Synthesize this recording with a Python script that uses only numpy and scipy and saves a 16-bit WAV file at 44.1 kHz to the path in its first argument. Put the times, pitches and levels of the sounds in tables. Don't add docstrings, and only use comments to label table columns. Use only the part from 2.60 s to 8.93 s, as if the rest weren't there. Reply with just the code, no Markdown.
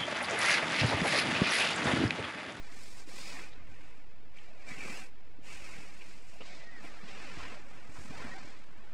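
import sys
import numpy as np
from scipy import signal
from scipy.fft import rfft, irfft, next_fast_len
from scipy.io import wavfile
from scipy.ndimage import uniform_filter1d

SR = 44100
rng = np.random.default_rng(int(sys.argv[2]) if len(sys.argv) > 2 else 0)


def persist_wave(psi):
    counts = np.round(np.clip(psi, -1, 1) * 32767).astype(np.int16)
    wavfile.write(sys.argv[1], SR, np.atleast_2d(counts).T)


N = 279153
TIME = np.arange(N) / SR
RASP_HZ = 2279

# (frequency [Hz], relative level [dB])
PADDING_SPECTRUM = [(80, -4.5), (130, -4), (185, 2), (240, 0), (330, -1.5), (430, -4), (600, -23.5),
                    (1200, -35)]


def from_db(db):
    return 10 ** (np.asarray(db) / 20)


def rms_one(x):
    return x / np.sqrt(np.mean(x ** 2) + 1e-20)


def drift(rate_hz):
    step, run_in = 40, 2000
    pole = np.exp(-2 * np.pi * step * rate_hz / SR)
    noise = rng.standard_normal(N // step + run_in + 2)
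    slow = signal.lfilter([1], [1, -2 * pole, pole * pole], noise)[run_in:]
    return np.interp(np.arange(N) / step, np.arange(len(slow)), rms_one(slow))


def colour(x, spectrum):
    size = next_fast_len(N)
    hz = np.maximum(np.fft.rfftfreq(size, 1 / SR), 1)
    points_hz, points_db = np.transpose(spectrum)
    roll_off = np.minimum(hz / points_hz[0], 1) ** 2 * np.minimum(points_hz[-1] / hz, 1) ** 2
    gain = roll_off * from_db(np.interp(np.log(hz), np.log(points_hz), points_db))
    return rms_one(irfft(rfft(x, size) * gain, size)[:N])


def resonate(x, hz, width_hz):
    r = np.exp(-np.pi * width_hz / SR)
    feedforward = np.array([1, 0, -1]) * (1 - r * r) / 2
    feedback = [1, -2 * r * np.cos(2 * np.pi * hz / SR), r * r]
    for _ in range(2):
        x = signal.lfilter(feedforward, feedback, x + 1e-18)
    return x


def room_air(level_db=-66):
    # (frequency [Hz], relative level [dB])
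    air_spectrum = [(100, 0.5), (230, 0), (400, 0), (620, -1), (900, -3), (1500, -17), (2300, -9.5),
                    (3200, -12.5), (5000, -17), (8000, -48), (11000, -35), (15500, -40)]
    return from_db(level_db) * colour(rng.standard_normal(N), air_spectrum)


def handling_rumble(tremor_db=-62):
    # (centre time [s], half length [s], level [dB])
    lurches = [(0.3, .3, -65), (1.07, 0.11, -54), (2.2, .16, -65), (3.05, 0.25, -59), (4.807, 0.14, -55.5),
               (5.56, 0.16, -54.5)]
    # (frequency [Hz], relative level [dB])
    rumble_spectrum = [(12, 2.5), (25, 3.5), (45, -0.5), (90, -4.5), (140, -9), (300, -23.5)]
    swells = sum(from_db(db) ** 2 * np.exp(-((TIME - s) / half) ** 2) for s, half, db in lurches)
    power = from_db(tremor_db) ** 2 + swells
    return np.sqrt(power) * colour(rng.standard_normal(N), rumble_spectrum)


def bedding_bumps(rise_s, pitch_spread, puff_db):
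    # (time [s], nominal peak level [dB], frequency [Hz])
    blows = [(0.474, -48.5, 285.4), (0.803, -51.5, 260), (2.109, -42, 187), (2.174, -44.5, 210),
             (2.255, -44, 149), (2.295, -39, 215.3), (2.783, -46, 241), (3.155, -49.5, 177.3),
             (3.182, -47.5, 189.8), (3.806, -46.5, 226), (4.242, -44.5, 290), (4.432, -43, 170.4),
             (4.768, -42.5, 170.7), (4.772, -46, 89.9), (5.150, -49.5, 246), (5.289, -42.5, 112.2),
             (5.385, -39, 90.3), (5.402, -44, 95), (5.449, -44.5, 240.3), (5.5, -39.5, 260),
             (5.641, -38, 251.4), (5.655, -40, 86.2), (5.675, -46, 100.7), (5.841, -48, 89.5)]
    out = np.zeros(N)
    give = 1 + pitch_spread * drift(59)
    puff = from_db(puff_db) * colour(rng.standard_normal(N), PADDING_SPECTRUM)
    age = TIME[:SR // 10]
    swell = age / rise_s * np.exp(1 - age / rise_s)
    for s, db, hz in blows:
        span = slice(int(s * SR), int(s * SR) + len(age))
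        thud = np.sin(2 * np.pi * np.cumsum(hz * give[span]) / SR)
        out[span] += from_db(db) * (swell * thud + np.sqrt(swell) * puff[span])
    return out / np.sqrt(1 + 4 * from_db(puff_db) ** 2)


def claw_scratches(attack_s=0.00084, release_s=0.0036):
    # (time [s], level [dB], duration [s], frequency [Hz], resonator bandwidth [Hz])
    catches = [(0.601, -60, 0.133, 4950, 700), (0.64, -63, 0.084, 2370, 400),
               (0.761, -53.5, 0.0083, 1970, 600), (0.784, -54, .012, 1800, 500),
               (0.819, -60, 0.022, 2050, 600), (0.919, -62, 0.023, 3630, 1416),
               (1.206, -60, 0.0082, 2206, 1490), (1.756, -58.5, 0.022, 2330, 300),
               (1.784, -55.5, 0.0075, 2620, 696), (1.878, -63, 0.21, 629.5, 200),
               (2.1, -51.5, 0.034, 2005, 399.7), (2.24, -55, 0.06, 340, 200), (2.875, -63, .05, 2520, 599),
               (3.035, -56.5, 0.052, 2240, 400), (3.129, -55.5, 0.045, 2173, 500),
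               (3.179, -60, 0.0096, 3393, 702), (3.21, -58, .018, 2190, 350),
               (3.409, -53.5, 0.016, 2444, 652), (3.725, -59.5, 0.041, 644, 218.6),
               (3.804, -51, 0.021, 519, 450), (3.806, -58.5, .016, 1145, 700),
               (3.806, -49.5, 0.017, 2680, 700), (3.845, -62.5, 0.18, 608.5, 231),
               (3.877, -70, 0.02, 4840, 350), (3.969, -68.5, 0.025, 4990, 301),
               (4.03, -54.5, .018, 566, 150), (4.063, -70, 0.088, 635, 220), (4.239, -51, 0.017, 501, 400),
               (4.241, -56.5, 0.026, 2230, 1206), (4.798, -56, 0.075, 1549, 1000),
               (4.918, -57.5, 0.058, 600, 500.4), (5.354, -53, 0.024, 895, 999),
               (5.513, -54.5, 0.033, 709, 180), (5.582, -57, 0.069, 450, 449),
               (5.635, -54, .035, 1880, 250), (5.774, -51, 0.016, 650, 200)]
    out = np.zeros(N)
    for s, db, length, hz, width in catches:
        start = int(s * SR)
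        age = TIME[:min(SR // 4, N - start)]
        grit = rng.standard_normal(len(age)) * (rng.random(len(age)) < .15)
        envelope = np.clip(age / attack_s, 0, 1) * np.exp(-np.maximum(age - length, 0) / release_s)
        out[start:start + len(age)] += from_db(db) * envelope * rms_one(resonate(grit, hz, width))
    return out


def cloth_squeaks(flutter_db=1.8, grit_depth=.35):
    # (time [s], duration [s], starting pitch [Hz], level [dB],
    # downward glide [octaves/s], waver [fraction of pitch])
    squeaks = [(0.654, 0.049, 2280, -56, -0.5, .035), (0.655, .04, 5020, -59, 1, .008),
               (0.72, .035, 2323, -64, 2.5, 0.027), (0.779, 0.025, 2350, -61, -1, .018),
               (0.826, 0.085, 2610, -60, 1.2, .008), (2.072, 0.058, 2380, -50, 1.7, 0.017),
               (2.169, 0.067, 2650, -52, 1.0, .02), (2.195, 0.079, 2295, -50, 1, 0.025),
               (2.204, 0.13, 2397, -52.5, .3, .012), (2.333, 0.051, 4980, -58, -.2, 0.007),
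               (2.355, 0.042, 2807, -56, 0, .025), (2.406, 0.068, 2692, -61, 2, 0.0085),
               (2.948, 0.079, 2560, -58, .8, .014), (3.885, 0.063, 2240, -56, 1, 0.027),
               (3.991, 0.062, 2070, -56, 2, 0.023), (4.042, 0.088, 1903, -56, 0.5, .013),
               (4.118, 0.084, 2040, -54, 2.0, .014), (4.779, 0.043, 1132, -53.5, 3.5, .02),
               (5.711, 0.038, 1871, -48.5, -0.5, 0.015), (5.743, 0.071, 2160, -63, 1.5, .02),
               (5.74, 0.053, 795, -53, 1, .02)]
    out, unsteady = np.zeros(N), drift(230)
    flutter = from_db(flutter_db * np.clip(drift(70), -2, 2))
    grip = rms_one(flutter * (1 + grit_depth * drift(400)))
    for s, length, hz, db, sag, waver in squeaks:
        age = TIME[:int(length * SR)]
        span = slice(int(s * SR), int(s * SR) + len(age))
        pitch_hz = hz * 2 ** (-sag * age) * (1 + waver * unsteady[span])
        envelope = np.sqrt(2 * np.sin(np.pi * age / length))
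        out[span] += from_db(db) * envelope * np.sin(2 * np.pi * np.cumsum(pitch_hz) / SR)
    return out * grip


def fibre_slips(per_s, spread_db, clump_db):
    sizes = from_db(spread_db * np.minimum(rng.exponential(1, N), 4)) * rng.choice([-1, 1], N)
    return sizes * (rng.random(N) < per_s / SR) * from_db(clump_db * drift(43))


def steady_pressure(x, window_s=.03, evenness=.8):
    local_power = uniform_filter1d(x * x, int(window_s * SR)) + 1e-9
    return rms_one(x / local_power ** (evenness / 2))


def thread_rasp(pitch_hz, wander):
    # (frequency [Hz], bandwidth [Hz], gain [dB])
    modes = [(1946, 276, -3), (2277, 264, 0.5), (2510, 237, 1), (2852, 63, -8), (5030, 170, -20)]
    slips = fibre_slips(per_s=7000, spread_db=1.0, clump_db=1.4)
    ringing = np.zeros(N)
    for hz, width, db in modes:
        drive = np.roll(slips, rng.integers(2000))
        ringing += from_db(db) * resonate(drive, hz, 1.6 * width)
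    pitch_ratio = pitch_hz / RASP_HZ * (1 + wander * drift(12.05))
    return steady_pressure(np.interp(np.cumsum(pitch_ratio), np.arange(N), ringing, period=N))


def stroke_levels(speed_exponent=1.39, settle_s=0.013):
    # (start [s], rise [s], fall [s], swish level [dB], drag [dB re swish],
    # rasp [dB re swish], hiss [dB re swish], rasp pitch [Hz], sheen [dB, upper re lower swish])
    strokes = [(-0.103, 0.17, 0.29, -63.0, 3.5, 3, -15, 2050, -2),
               (0.037, 0.21, 0.2, -58, -7, -5, -8, 2237, 2),
               (0.285, 0.12, 0.037, -58.5, 0, -4, -10.5, 2304, 5),
               (0.452, 0.029, 0.1, -58, 1, -4.5, -9, 2300, 3),
               (0.43, 0.18, 0.33, -51.5, -5, -4, -11, 2292, -1),
               (0.545, 0.022, 0.09, -57.5, -1, -4, -7, 2299, 7),
               (0.6, 0.16, 0.15, -61.5, 9.5, 8, -15, 2240, 1.5),
               (0.84, 0.1, 0.28, -74, 11.5, 7, -17, 2239, -7), (1.0, 0.16, 0.38, -71, 7, 7, -13, 2285, 3),
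               (1.722, 0.037, 0.27, -68.0, 2, 6.0, -17.0, 2280, -2),
               (1.876, 0.24, 0.084, -65, 4, 7, -25.5, 2148, 0),
               (2.05, 0.034, 0.14, -56.5, 2.5, 4.5, -12, 2146, 2),
               (2.13, 0.073, 0.22, -55.5, 3.5, 6, -12, 2262, 7),
               (2.19, 0.15, 0.15, -54.5, 3, 2.5, -8, 2387, 5),
               (2.803, 0.096, 0.25, -56.5, 0.5, 3.5, -11, 2398, 5),
               (2.975, 0.099, 0.39, -58.5, 2, 2.5, -11.5, 2290, 4),
               (3.211, 0.24, 0.26, -62.5, 0, 1, -11.5, 2388, 1),
               (3.541, 0.2, 0.09, -66.0, 1, 3, -9, 2437, 9),
               (3.747, 0.14, 0.25, -58.5, 0.5, 0, -42, 2257, -9),
               (3.967, 0.36, 0.26, -63.5, 8, 1, -17, 2202, -6),
               (4.198, 0.039, 0.069, -62.5, 3, 4, -9, 2246, 1),
               (4.364, 0.26, 0.379, -57.5, 5.5, 3.5, -20, 2397, -5),
               (4.446, 0.036, 0.055, -60, 1, 6, -21, 2308, -10),
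               (4.7, 0.12, 0.25, -58, 8, 3.5, -19.5, 2380, -4),
               (4.928, 0.2, 0.32, -67, 9.5, 3, -14, 2363, 3),
               (5.235, 0.18, 0.17, -60.5, 2.5, -1, -11, 2216, 8),
               (5.458, 0.043, 0.107, -59, 4, 0, -16, 2163, -6),
               (5.511, 0.08, 0.21, -57, 9.5, -1.5, -18, 2245, -1),
               (5.645, 0.11, 0.36, -61, 5.5, 0.5, -25, 2116, -4.5),
               (5.869, 0.38, 0.28, -76, 14, 0, -13, 2296, 0)]
    creep_db = (-68, -73, -78.5, -92.5)
    power = np.outer(from_db(creep_db) ** 2, np.ones(N))
    pitch_sum, sheen_sum = RASP_HZ * power[1], np.zeros(N)
    for start, rise, fall, db, drag_db, rasp_db, hiss_db, hz, sheen_db in strokes:
        span = slice(max(int(start * SR), 0), int((start + rise + fall) * SR))
        ramp = np.interp(TIME[span], start + np.cumsum([0, rise, fall]), [0, 1, 0])
        speed = np.sin(np.pi / 2 * ramp)
        peaks = from_db(db + np.array([drag_db, rasp_db, 0, hiss_db]))
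        stroke_power = np.outer(peaks, speed ** speed_exponent) ** 2
        power[:, span] += stroke_power
        pitch_sum[span] += hz * stroke_power[1]
        sheen_sum[span] += sheen_db * stroke_power[2]
    pole = np.exp(-1 / (settle_s * SR))
    settled, _ = signal.lfilter([1 - pole], [1, -pole], power, zi=pole * power[:, :1])
    return 10 * np.log10(settled), pitch_sum / power[1], sheen_sum / power[2]


def fabric_rubbing(sheen_hz=5300):
    # (frequency [Hz], relative level [dB])
    drag_spectrum = [(250, -27), (430, -3.5), (560, 0), (800, -1.5), (1100, -1), (1400, -1.5), (1800, -1),
                     (2300, -6), (3200, -12), (6000, -29.5)]
    # (frequency [Hz], relative level [dB])
    swish_spectrum = [(1500, -18), (2800, -5), (3400, -1.5), (4200, 0.5), (4950, 1.5), (5500, -0.5),
                      (6000, -3), (7300, -3), (8200, -4.5), (9300, -13), (11000, -28), (15000, -34)]
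    # (frequency [Hz], relative level [dB])
    hiss_spectrum = [(7000, 0.5), (9500, 1.5), (11000, -2.5), (13000, -8), (16000, -10)]
    (drag_db, rasp_db, swish_db, hiss_db), pitch_hz, sheen_db = stroke_levels()
    padding_db = -59 + 0.8 * (drag_db + 55)
    padding_slips = fibre_slips(per_s=3000, spread_db=1.1, clump_db=0.2)
    padding = from_db(padding_db) * colour(padding_slips, PADDING_SPECTRUM)
    weave_slips = fibre_slips(per_s=9000, spread_db=1.2, clump_db=1.2)
    drag = from_db(drag_db) * steady_pressure(colour(weave_slips, drag_spectrum))
    rasp = from_db(rasp_db) * thread_rasp(pitch_hz, wander=.015)
    fibres = colour(fibre_slips(per_s=14000, spread_db=-1.5, clump_db=0.97), swish_spectrum)
    lower = signal.sosfiltfilt(signal.butter(2, sheen_hz, fs=SR, output="sos"), fibres)
    upper = fibres - lower
    swish = from_db(swish_db - sheen_db / 2) * lower + from_db(swish_db + sheen_db / 2) * upper
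    hiss = from_db(hiss_db) * colour(rng.standard_normal(N), hiss_spectrum)
    grip = from_db(0.46 * drift(36))
    return (padding + drag + rasp + swish + hiss) * grip


def warble(x, rate_hz=9.3, rate_width_hz=4.0, band_hz=75, trade=.9):
    # (frequency [Hz], level spread [dB])
    depths = [(400, 5.2), (2200, 5.5), (4000, 5.0), (8000, 4.6)]
    size, hop, neighbours = 1024, 128, 15
    hz, _, bands = signal.stft(x, SR, nperseg=size, noverlap=size - hop)
    place = hz / band_hz
    noise = rng.standard_normal((int(place[-1]) + 2, bands.shape[1] + size))
    rate_filter = signal.iirpeak(rate_hz, rate_hz / rate_width_hz, fs=SR / hop)
    swell = rms_one(signal.lfilter(*rate_filter, noise)[:, size:])
    below, share = place.astype(int), (place % 1)[:, None]
    blended = np.sqrt(1 - share) * swell[below] + np.sqrt(share) * swell[below + 1]
    depth_db = np.interp(hz, *np.transpose(depths))[:, None]
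    warbled = bands * from_db(depth_db * np.minimum(blended, 2))
    before, after = (np.abs(uniform_filter1d(np.abs(b) ** 2, neighbours, axis=0)) + 1e-20
                     for b in (bands, warbled))
    balanced = warbled * (before / after) ** (trade / 2)
    out = signal.istft(balanced, SR, nperseg=size, noverlap=size - hop)[1][:N]
    return out * np.std(x) / np.std(out)


def buzz(x, rate_hz=43.07, depth=.125):
    return x * (1 + depth * np.sin(2 * np.pi * rate_hz * TIME))


def hollow_colour(x, delay_s, copy_db, faint_db):
    out = x + from_db(copy_db) * np.interp(TIME - delay_s, TIME, x, left=0)
    for lag in (rng.uniform(.007, .03, 8) * SR).astype(int):
        out[lag:] += from_db(faint_db) * rng.choice([-1, 1]) * x[:-lag]
    return out


def scene():
    rumble = handling_rumble()
    air = room_air()
    rustle = buzz(warble(fabric_rubbing() + air))
    scratches = claw_scratches()
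    bumps = bedding_bumps(rise_s=0.0045, pitch_spread=0.22, puff_db=-9)
    tussle = rustle + scratches + bumps + cloth_squeaks()
    hollow = hollow_colour(tussle, delay_s=.00388, copy_db=-16.5, faint_db=-29.5)
    return (hollow + rumble)[None]


def record(dry):
    cutoff_hz, offset = 15750, .0221
    low_pass = signal.ellip(12, .1, 70, cutoff_hz, fs=SR, output="sos")
    return offset + signal.sosfilt(low_pass, dry)


dry = scene()
out = record(dry)
persist_wave(out)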